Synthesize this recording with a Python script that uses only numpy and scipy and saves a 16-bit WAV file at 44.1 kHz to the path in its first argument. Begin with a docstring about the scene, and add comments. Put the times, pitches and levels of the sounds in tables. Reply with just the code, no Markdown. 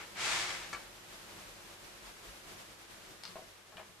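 """A folded card whirligig on a twisted string is pulled taut and spins up over a table in a small room.
Its edges stir the air into a fluttering whoosh while the strands of the string rub. The string kinks
with a snap and the toy winds down under soft room hiss and uneven swells of low background noise.
As the toy is lowered, its edge ticks on the table, a hand knocks, something small clicks and the
string's end taps down."""
import sys
import numpy as np
from scipy import signal
from scipy.fft import rfft, irfft
from scipy.io import wavfile
from scipy.ndimage import uniform_filter1d

SR = 44100
rng = np.random.default_rng(int(sys.argv[2]) if len(sys.argv) > 2 else 0)


def unload_audio(sound):
    """Save the sound as a 16-bit wav file, at the path given as the first command line argument."""
    columns = np.transpose(np.atleast_2d(sound))
    # keep every value between -1 and 1, then stretch to whole-number steps
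    steps = np.round(np.clip(columns, -1, 1) * 32767)
    wavfile.write(sys.argv[1], SR, steps.astype(np.int16))


N = 176400
TIME_S, FREQ_HZ = np.arange(N) / SR, np.fft.rfftfreq(N, 1 / SR)
TOP_HZ = 15100


def amp(db):
    return 10 ** (np.asarray(db) / 20)


def unit_rms(x):
    return x / np.sqrt(np.mean(x ** 2))


def over_time(rows):
    """Linear interpolation, one value per sample."""
    return np.interp(TIME_S, *np.array(rows).T)


def over_hz(rows):
    """Log-frequency interpolation, one value per bin."""
    hz, value = np.array(rows).T
    return np.interp(np.log(FREQ_HZ + 1), np.log(hz), value)


def wander(rate_hz):
    """Smooth random drift, unit RMS."""
    size = max(int(SR / rate_hz), 1)
    return unit_rms(uniform_filter1d(uniform_filter1d(rng.standard_normal(N), size), size))


def pan(left_db):
    return amp(np.array([[left_db], [-left_db]]) / 2)


def stereo_noise(spectrum, correlation, peaks=()):
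    """Coloured noise with resonances and a set left-right correlation, unit RMS."""
    resonance = sum(amp(db) / (1 + (2 * (FREQ_HZ - hz) / width_hz) ** 2) for hz, width_hz, db in peaks)
    gain = amp(over_hz(spectrum)) * (1 + resonance)
    alike = over_hz(correlation)
    mid, side = rfft(rng.standard_normal((2, N))) * gain * np.sqrt([1 + alike, 1 - alike])
    return unit_rms(irfft(np.array([mid + side, mid - side]), N))


# card whoosh (time [s], level [dB])
AIR_LEVEL = [(0, -45), (.04, -49.5), (.065, -60), (.14, -73.5), (.162, -47.5), (.205, -40), (.27, -36),
             (.335, -36), (.38, -38.5), (.45, -38), (.53, -41.5), (.62, -49.5), (.665, -48), (.73, -61.5),
             (.86, -62), (1.0, -91)]
# whoosh colour (frequency [Hz], gain [dB])
AIR_SPECTRUM = [(30, -28), (60, -10), (110, -9.5), (250, -14.5), (520, -8.5), (800, -2), (1250, -3.5),
                (1550, -1), (2200, -3), (2800, -5), (4500, -11.5), (8000, -17), (13000, -59)]
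# whoosh resonances (centre [Hz], width [Hz], level [dB])
AIR_RESONANCES = [(172, 25, -0.5), (353, 29, 5), (1155, 37, -4), (1345, 50, 0.5), (1770, 48, -1.5),
                  (2040, 50, -3), (2240, 120, 1), (2870, 27, -10)]
# twisting string's rush (time [s], level [dB])
RUB_LEVEL = [(0, -78), (.14, -82), (.165, -53), (.205, -40.5), (.26, -36), (.335, -35.5), (.42, -38),
             (.52, -44), (.6, -49), (.67, -54), (.74, -55), (.9, -97)]
# rush colour (frequency [Hz], gain [dB])
RUB_SPECTRUM = [(300, -61), (2000, -1), (3300, -0.5), (5000, -2.5), (7500, -5.5), (9500, -11), (12000, -21),
                (13400, -29), (14200, -56)]
# toy's left-right likeness (frequency [Hz], correlation [0-1])
TOY_CORRELATION = [(100, 0.92), (600, 1), (1400, 0.58), (3000, 0.24), (7000, 0.1)]


def whirligig(top_spin_hz=57.7, db_per_speed_decade=53.5, flutter_depth=0.1):
    """The card's edges stir the air twice a turn while the string's strands rub over each other."""
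    air_db = over_time(AIR_LEVEL)
    spin_hz = top_spin_hz * 10 ** ((air_db - air_db.max()) / db_per_speed_decade)
    flutter = 1 + flutter_depth * np.sin(2 * np.pi * np.cumsum(2 * spin_hz) / SR)
    gusts = amp(0.5 * wander(rate_hz=33))
    air = stereo_noise(AIR_SPECTRUM, TOY_CORRELATION, AIR_RESONANCES) * amp(air_db)
    rub = stereo_noise(RUB_SPECTRUM, TOY_CORRELATION) * amp(0.1 * wander(rate_hz=1300))
    rub = unit_rms(rub) * amp(over_time(RUB_LEVEL))
    return flutter * gusts * (air * pan(left_db=2.5) + rub * pan(left_db=0.7))


# table and wall reflections (left delay [ms], right delay [ms], level [dB])
REFLECTIONS = [(5.7, 6.2, -14.5), (9.3, 8.6, -10), (15.7, 16.9, -14)]


def early_echoes(x):
    """Near surfaces comb the sound, differently on each side."""
    comb = 1 + sum(amp(db) * np.exp(-2j * np.pi * FREQ_HZ * np.array([[left_ms], [right_ms]]) / 1000)
                   for left_ms, right_ms, db in REFLECTIONS)
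    return irfft(rfft(x) * comb / np.sqrt(np.mean(np.abs(comb) ** 2)), N)


# wavering, sinking room hiss (time [s], level [dB])
ROOM_LEVEL = [(0, -51.5), (.7, -49.5), (.9, -52), (1.07, -53), (1.14, -50.5), (1.26, -52.5), (1.33, -50.5),
              (1.47, -51), (1.6, -53), (1.72, -50.7), (1.78, -54), (1.85, -51), (2.01, -53.5),
              (2.075, -49.5), (2.13, -54), (2.22, -52.5), (2.29, -49), (2.33, -52.5), (2.43, -53),
              (2.52, -49), (2.565, -52), (2.6, -49), (2.64, -53), (2.71, -51.5), (2.76, -55), (2.82, -52),
              (2.87, -56.5), (2.91, -51.5), (3.04, -54), (3.11, -52), (3.19, -56), (3.28, -53), (3.42, -54),
              (3.55, -56.5), (3.67, -58), (3.8, -55.5), (3.92, -58), (4, -58.5)]
# hiss colour (frequency [Hz], gain [dB])
ROOM_SPECTRUM = [(15, -38), (30, -4), (47, 3), (68, -11), (100, -3.5), (270, -5.5), (430, -1.5), (1500, -2),
                 (3000, -4.5), (7000, -9.5), (13300, -15.5), (14200, -27.5)]
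# room modes (centre [Hz], width [Hz], level [dB])
ROOM_RESONANCES = [(48, 15, -6), (167, 12, -3.5), (206, 7.3, 7.5), (344.4, 36, 2.5), (562, 14, -3)]
# room's left-right likeness (frequency [Hz], correlation [0-1])
ROOM_CORRELATION = [(40, 0.83), (150, 0.63), (500, 0.38), (1500, 0.066), (4000, 0.027), (12000, 0.11)]


def room_tone(rumble_top_hz=110, rumble_swing=1.5, hum_hz=96.7, hum_db=-71):
    """Hiss and rumble waver together, the rumble most, over steady mains hum."""
    noise = stereo_noise(ROOM_SPECTRUM, ROOM_CORRELATION, ROOM_RESONANCES)
    lows = signal.sosfiltfilt(signal.butter(2, rumble_top_hz, fs=SR, output="sos"), noise)
    level_db = over_time(ROOM_LEVEL)
    rumble_db = level_db.mean() + rumble_swing * (level_db - level_db.mean())
    rumble = lows * amp(rumble_db + 0.9 * wander(rate_hz=20))
    hiss = (noise - lows) * amp(level_db + 0.62 * wander(rate_hz=31))
    hum = amp(hum_db) * np.sin(2 * np.pi * hum_hz * TIME_S)
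    return hiss * pan(left_db=0.17) + rumble * pan(left_db=5) + hum


def reverb(x, t60_s=0.22, gap_s=0.00308, correlation=0.36, cutoff_hz=5030):
    """Dense, short, dull reflections from the table and walls."""
    age_s = np.arange(SR // 2) / SR
    decay = np.exp(-np.log(1000) * age_s / t60_s) * (age_s > gap_s)
    mid, side = rng.standard_normal((2, len(age_s))) * decay
    tail = np.sqrt(1 + correlation) * mid + np.sqrt(1 - correlation) * np.array([side, -side])
    dull = signal.lfilter(*signal.butter(1, cutoff_hz, fs=SR), x)
    return signal.fftconvolve(dull[None], tail / np.sqrt(np.sum(tail ** 2) / 2), axes=1)[:, :N]


def strike(hits, modes, spectrum, crack_db, crack_s, reverb_db):
    """Each blow: a crack of contact noise plus fading modes, duller for a softer contact, with reverb."""
    dry = np.zeros(N)
    grit = unit_rms(irfft(rfft(rng.standard_normal(N)) * amp(over_hz(spectrum)), N))
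    age_s = np.arange(SR // 5) / SR
    ring = sum(amp(db) * np.exp(-np.log(1000) * age_s / t60_s) * np.sin(2 * np.pi * hz * age_s)
               for hz, db, t60_s in modes)
    for start_s, db, cutoff_hz in hits:
        i = int(start_s * SR)
        size = min(len(age_s), N - i)
        crack = amp(crack_db) * grit[i:i + size] * np.exp(-age_s[:size] / crack_s)
        lowpass = signal.butter(2, cutoff_hz, fs=SR)
        dry[i:i + size] += amp(db) * signal.lfilter(*lowpass, ring[:size] + crack)
    return (dry + amp(reverb_db) * reverb(dry)) * pan(left_db=4)


# hand thumps (time [s], level [dB], cutoff [Hz])
THUMP_HITS = [(.700, -50, 400), (3.285, -51, 400), (3.755, -53, 400), (3.892, -58, 900)]
# thump mode (frequency [Hz], level [dB], T60 [s])
THUMP_RING = [(177, -2, 0.13)]
# contact noise (frequency [Hz], gain [dB])
THUMP_SPECTRUM = [(60, -9), (200, -5), (600, 2), (3000, -15)]


def hand_thumps():
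    """Soft hand contacts excite one low mode."""
    return strike(THUMP_HITS, THUMP_RING, THUMP_SPECTRUM, crack_db=-2, crack_s=0.025, reverb_db=-4)


# string snaps (time [s], level [dB], cutoff [Hz])
SNAP_HITS = [(.7298, -36, 14000), (.747, -40, 4500), (.7635, -49, 2200)]
# snap modes (frequency [Hz], level [dB], T60 [s])
SNAP_RING = [(481, -12, 0.076), (1040, -14, 0.11), (1170, -9, .18), (1355, -8.5, 0.13), (1705, -9, .2),
             (2250, -1.5, 0.069), (2400, -16, .06), (4400, -4, .03)]
# contact noise (frequency [Hz], gain [dB])
SNAP_SPECTRUM = [(150, -25), (550, 5.5), (1400, 11.5), (2500, 7), (3200, -1.5), (7000, 1.5), (10000, -9),
                 (13000, -26)]


def string_snaps():
    """The twisted string kinks in three snaps, each softer and duller."""
    return strike(SNAP_HITS, SNAP_RING, SNAP_SPECTRUM, crack_db=-4, crack_s=0.014, reverb_db=-4.5)


# Gaussian swells of background noise (centre [s], level [dB], sigma [s])
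LOW_SWELLS = [(1.38, -61.5, 0.096), (1.65, -63, 0.044), (1.84, -61, 0.017), (2.26, -62.5, 0.042),
              (2.52, -60.5, 0.073), (2.71, -64, 0.021), (3.11, -60, 0.033)]
# swell colour (frequency [Hz], gain [dB])
SWELL_SPECTRUM = [(60, -12), (130, -1), (200, -0.5), (260, -9), (350, 2), (480, -8), (700, -13),
                  (1500, -25)]


def low_swells():
    """Low background noise rises and falls in soft, uneven swells."""
    swells = sum(amp(db) * np.exp(-((TIME_S - centre_s) / sigma_s) ** 2 / 2)
                 for centre_s, db, sigma_s in LOW_SWELLS)
    noise = stereo_noise(SWELL_SPECTRUM, ROOM_CORRELATION) * amp(wander(rate_hz=80))
    return unit_rms(noise) * swells


# card-edge ticks (time [s], level [dB], cutoff [Hz])
TICK_HITS = [(3.2362, -34, 13000), (3.2528, -31.5, 6000), (3.2772, -42, 6000), (3.2893, -46, 6000)]
# tick modes (frequency [Hz], level [dB], T60 [s])
TICK_RING = [(3800, -15, 0.0047), (4480, -3, 0.0072), (5100, -11, 0.0044)]
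# contact noise (frequency [Hz], gain [dB])
TICK_SPECTRUM = [(200, -10), (1000, 1.5), (2600, 0), (3400, 0), (5200, 5.5), (6200, -8), (9000, -2),
                 (13000, -17)]


def card_ticks():
    """The card's edge meets the table; its high modes die within milliseconds."""
    return strike(TICK_HITS, TICK_RING, TICK_SPECTRUM, crack_db=-6.5, crack_s=0.0026, reverb_db=1.5)


# knock and rattle (time [s], level [dB], cutoff [Hz])
KNOCK_HITS = [(3.3568, -43.5, 6000), (3.3617, -48, 6000), (3.369, -51, 4000), (3.385, -49, 1200),
              (3.393, -50.5, 1100), (3.4208, -55, 3000)]
# knock modes (frequency [Hz], level [dB], T60 [s])
KNOCK_RING = [(580, -14, 0.07), (656, 2, 0.074), (745, -5, 0.081), (933, -10, .055), (1073, -6.5, 0.069)]
# contact noise (frequency [Hz], gain [dB])
KNOCK_SPECTRUM = [(150, -30), (450, 0), (1000, 6), (1700, -5), (5000, -11), (12000, -30)]


def table_knock():
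    """A hand knocks dully on the table; a rattle follows."""
    return strike(KNOCK_HITS, KNOCK_RING, KNOCK_SPECTRUM, crack_db=-7.5, crack_s=0.009, reverb_db=-6.5)


# string-end taps (time [s], level [dB], cutoff [Hz])
TAP_HITS = [(3.721, -46, 1400), (3.740, -49.5, 1400), (3.771, -48, 2500), (3.780, -46, 2000),
            (3.796, -42.5, 2400), (3.810, -47, 1200), (3.829, -49, 1190)]
# tap modes (frequency [Hz], level [dB], T60 [s])
TAP_RING = [(620, -12, .1), (870, -14, .088), (1130, -13, .04), (1710, -7, 0.053)]
# contact noise (frequency [Hz], gain [dB])
TAP_SPECTRUM = [(150, -31), (700, 7.5), (3000, -2), (4200, -9), (12000, -28)]


def string_taps():
    """The string's end is laid down in light taps."""
    return strike(TAP_HITS, TAP_RING, TAP_SPECTRUM, crack_db=-5.5, crack_s=0.011, reverb_db=-4)


# small-object clicks (time [s], level [dB], cutoff [Hz])
CLICK_HITS = [(3.7702, -40, 9000), (3.7785, -52, 5000), (3.7965, -53, 4000)]
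# click modes (frequency [Hz], level [dB], T60 [s])
CLICK_RING = [(2410, -12.5, .09), (2940, -3.5, .022), (3080, -11, 0.02)]
# contact noise (frequency [Hz], gain [dB])
CLICK_SPECTRUM = [(300, -18), (900, 6), (3200, -1), (4500, -8), (12000, -24)]


def hard_clicks():
    """Something small and hard clicks under the hand."""
    return strike(CLICK_HITS, CLICK_RING, CLICK_SPECTRUM, crack_db=-7, crack_s=0.0049, reverb_db=-1)


def scene():
    """Spinning toy, room and handling, in stereo."""
    return (early_echoes(whirligig()) + room_tone() + hand_thumps() + string_snaps() + low_swells()
            + card_ticks() + table_knock() + string_taps() + hard_clicks())


def record(dry):
    """Steep low-pass at TOP_HZ."""
    return signal.sosfilt(signal.ellip(10, .2, 70, TOP_HZ, fs=SR, output="sos"), dry)


dry = scene()
out = record(dry)
unload_audio(out)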